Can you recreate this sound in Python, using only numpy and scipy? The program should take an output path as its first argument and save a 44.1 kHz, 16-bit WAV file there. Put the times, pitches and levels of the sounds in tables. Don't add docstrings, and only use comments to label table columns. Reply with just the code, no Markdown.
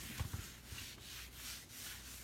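import sys
import numpy as np
from scipy import signal
from scipy.fft import rfft, irfft
from scipy.io import wavfile
from scipy.ndimage import uniform_filter1d

SR = 44100
rng = np.random.default_rng(int(sys.argv[2]) if len(sys.argv) > 2 else 0)


def field_ratio(decibels):
    return 10 ** (np.asarray(decibels, dtype=float) / 20)


def transcribe(u):
    v = np.clip(np.atleast_2d(u).T, -1, 1)
    q = np.round(v * 32767).astype(np.int16)
    wavfile.write(sys.argv[1], SR, q)


N = 98431

# pitch_hz, level_db (per Hz)
ROOM_TONE = [(25, -26), (42, -5.5), (60, -20.5), (85, -5.5), (160, -15.5), (240, -11), (450, -21.5),
             (1200, -28.5)]
# pitch_hz, level_db, width_hz
HUM_TONES = [(60, -60.5, 5), (123, -68, 8)]
# pitch_hz, level_db (per Hz)
SHUDDER_TONE = [(40, -3), (70, -5.5), (130, -1.5), (240, -9.5), (400, -14.5), (800, -80)]
# start_s, thump_db, thump_hz, rise_s, tick_db
TABLE_KNOCKS = [
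    (.042, -50, 125, .004, -75),
    (.182, -43, 95, .004, -75),
    (.1995, -32.5, 120, .0055, -41),
    (.2485, -36.5, 115, .0035, -53),
    (.3362, -33.5, 124, .0042, -46),
    (.3855, -37.5, 110, .0038, -60),
    (.7195, -41, 115, .0038, -66),
    (.806, -46, 120, .0035, -70),
]
# pitch_hz, level_db (against the thump), fade_s (to fall 60 dB)
TOP_RINGS = [(215, -11.5, 0.068), (261, -10.5, 0.066), (336, -16, 0.092), (420, -20.5, 0.053)]
# middle_s, length_s, level_db, pitch_hz, width_hz
CLOTH_CATCHES = [(.129, .014, -56, 1850, 150), (.183, .006, -47, 3500, 6000), (.787, .012, -48, 2780, 120),
                 (.985, .006, -57, 1300, 900), (1.865, .022, -51, 4000, 8000),
                 (2.14, .008, -57, 2500, 3000), (1.4, .006, -59, 1500, 1500), (.199, .01, -50, 2400, 2200),
                 (.05, .02, -53, 220, 40), (1.195, .02, -57, 1500, 400), (.11, .02, -53, 220, 40),
                 (.985, .02, -59, 300, 40)]
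# pitch_hz, level_db (per Hz)
CLOTH_TONE = [(300, -29), (500, -19.5), (1150, -6.5), (1450, -1), (2800, -2), (8250, -4.5), (13500, -5),
              (15900, -13)]
# pitch_hz, width_hz, level_db
COLOUR_BUMPS = [(4910, 150, -3.5), (7490, 104, -2), (10530, 400, -3.5), (6640, 610, 1), (1550, 150, 0.5)]
# start_s, end_s, level_db, top_speed_at (0-1), fullness (exponent)
HAND_STROKES = [
    (-.2, 0.232, -50.5, 0.73, 0.2),
    (0.19, 0.392, -55, 0.64, 0.32),
    (0.338, 0.64, -52, 0.36, 4.9),
    (0.598, 0.969, -50.5, 0.64, 1),
    (0.98, 1.3, -50, 0.54, 1.64),
    (1.298, 1.662, -47.5, 0.54, 3.3),
    (1.685, 2.048, -49, 0.47, 1.76),
    (2.017, 2.39, -52, 0.27, 2.4),
]
# time_s, gap_hz, gap_db, fizz_db
HAND_SHAPE = [(0, 2800, -3.5, -8), (.07, 3200, 4, 3), (.13, 2100, 8.5, 2), (.21, 2180, 1, -5),
              (.28, 6000, 3.5, 6), (.35, 2000, -1.5, -3), (.44, 4570, 1, -3.5), (.7, 3000, -1, -3),
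              (.75, 2600, 0, -7), (.81, 3500, 6.5, -0.5), (.95, 3740, 5.5, -2), (1.1, 3980, 8.5, 1),
              (1.2, 2500, 6.5, 0.5), (1.36, 3930, 1.5, 1.5), (1.53, 4500, 6, -1.5), (1.82, 5100, 4, 3),
              (1.95, 2700, 1.5, -3), (2.11, 6700, 3.5, 0)]


def evened(x):
    return x / np.sqrt(np.mean(x ** 2) + 1e-20)


def read(points, hz):
    f, value = np.transpose(points)
    return np.interp(np.log(hz + 1), np.log(f + 1), value)


def add(mix, s, sound):
    part = mix[round(s * SR):][:len(sound)]
    part += sound[:len(part)]


def resonate(x, hz, width):
    turn = np.exp(2j * np.pi * hz * np.arange(len(x)) / SR)
    r = np.exp(-np.pi * width / SR)
    return 2 * (turn * signal.lfilter([1 - r], [1, -r], x / turn)).real


def resonate_twice(x, hz, width):
    return resonate(resonate(x, hz, width), hz, width)


def coloured(points):
    white = rfft(rng.standard_normal(N))
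    return evened(irfft(white * field_ratio(read(points, np.fft.rfftfreq(N, 1 / SR))), N))


def room():
    t = np.arange(N) / SR
    out = field_ratio(-61.5) * coloured(ROOM_TONE + [(2000, -84)])
    for hz, db, width in HUM_TONES:
        steady = np.sin(2 * np.pi * hz * t)
        wavering = evened(resonate_twice(rng.standard_normal(N), hz, width))
        out = out + field_ratio(db) * (steady + .45 * wavering)
    return out


def shudder():
    shake_db, shake_fade_s = -21, 1.0
    t = np.arange(SR) / SR
    power = field_ratio(-54.5 - 60 * np.arange(N) / SR / 2.5) ** 2
    for s, db, *_ in TABLE_KNOCKS:
        add(power, s, field_ratio(db + shake_db - 60 * t / shake_fade_s) ** 2 * np.tanh(t / 0.0094))
    return np.sqrt(power) * coloured(SHUDDER_TONE)


def knocks():
    tick_hz, tick_width_hz, tick_s, tick_lead_s = 900, 1300, .006, .0045
    tail_db, tail_s = -14.5, 0.051
    sag_per_s = 10
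    out, t = np.zeros(N), np.arange(6000) / SR
    rings = sum(field_ratio(db - 60 * t / fade) * np.sin(2 * np.pi * hz * t) for hz, db, fade in TOP_RINGS)
    rings = rings * np.tanh(t / 0.0019)
    for s, db, hz, rise, tick_db in TABLE_KNOCKS:
        swell = (t / rise / 2) ** 2 * np.exp(2 - t / rise)
        thump = swell * np.sin(2 * np.pi * hz * t * np.maximum(1 - sag_per_s * t, .5))
        tick = evened(resonate_twice(rng.standard_normal(6000), tick_hz, tick_width_hz))
        tick = tick * np.tanh(t / .0015)
        tick = tick * (np.exp(-t / tick_s) + field_ratio(tail_db) * np.exp(-t / tail_s))
        add(out, s, field_ratio(db) * (thump + rings))
        add(out, s - tick_lead_s, field_ratio(tick_db) * tick)
    return out


def catches():
    out, t = np.zeros(N), np.arange(-2000, 2000) / SR
    for s, length, db, hz, width in CLOTH_CATCHES:
        scuff = evened(resonate(rng.standard_normal(4000), hz, width))
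        add(out, s + t[0], field_ratio(db) * scuff * np.exp(-2 * (t / length) ** 2))
    return out


def speed(t):
    turn_share, turn_quickness, rest_db = 0.37, 4.3, -65
    power = field_ratio(rest_db) ** 2
    for start, end, db, top, fullness in HAND_STROKES:
        progress = np.clip((t - start) / (end - start), 0, 1)
        u = progress ** (np.log(.5) / np.log(np.clip(top, .1, .9)))
        arch = abs(np.sin(np.pi * u)) * (u < 1)
        turn = np.tanh(turn_quickness * arch)
        power = power + (field_ratio(db) * (turn_share * turn + (1 - turn_share) * arch ** fullness)) ** 2
    return np.sqrt(power)


def fibre_slips():
    slips_per_s, spread_db, cap = 9000, 0.5, .003
    luck, size, sign = rng.random((3, N))
    return (luck < slips_per_s / SR) * field_ratio(-spread_db * np.log(size + cap)) * np.sign(sign - .5)


def hand_colour(hz, t):
    gap_octaves, fizz_from_hz = .6, 9500
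    slow_dull, dull_above_hz = .14, 4500
    s, gap_hz, gap_db, fizz_db = np.transpose(HAND_SHAPE)
    f = hz[:, None] + 1
    octaves_off = np.log2(f / np.interp(t, s, gap_hz))
    field = read(CLOTH_TONE, f) + np.interp(t, s, gap_db) * np.exp(-.5 * (octaves_off / gap_octaves) ** 2)
    field = field + np.interp(t, s, fizz_db) / (1 + (fizz_from_hz / f) ** 6)
    for at, width, db in COLOUR_BUMPS:
        field = field + db * np.exp(-.5 * ((f - at) / width) ** 2)
    speed_db = 20 * np.log10(speed(t) / speed(t).max())
    return field + slow_dull * speed_db / (1 + (dull_above_hz / f) ** 4)


def drifting(frames, bins, long, wide):
    patches = uniform_filter1d(rng.standard_normal((frames, bins)), long, 0)
    return evened(uniform_filter1d(patches, wide, 1)).T


def rub():
    patch_db, panel_db, flicker_db = 1.0, 2.0, 0.27
    hz, t, z = signal.stft(fibre_slips(), SR, nperseg=1024, noverlap=896)
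    field = hand_colour(hz, t)
    grain = patch_db * drifting(len(t), len(hz), 16, 14) + panel_db * drifting(len(t), len(hz), 40, 2)
    loudness = np.sqrt((field_ratio(field) ** 2).mean(0))
    z = z * field_ratio(field + grain) / loudness
    hiss = signal.istft(z, SR, nperseg=1024, noverlap=896)[1][:N]
    flicker = uniform_filter1d(rng.standard_normal(N), size=600)
    flicker = evened(uniform_filter1d(flicker, size=600))
    return evened(hiss) * speed(np.arange(N) / SR) * field_ratio(flicker_db * flicker)


def scene():
    return np.tile(room() + shudder() + knocks() + catches() + rub(), (2, 1))


def low_pass(x):
    return signal.sosfilt(signal.butter(12, 16110, fs=SR, output="sos"), x)


def record(dry):
    hz = np.fft.rfftfreq(N, 1 / SR) + 1
    mix = irfft(rfft(dry) / (1 + (30 / hz) ** 6), N)
    return low_pass(mix)


dry = scene()
out = record(dry)
transcribe(out)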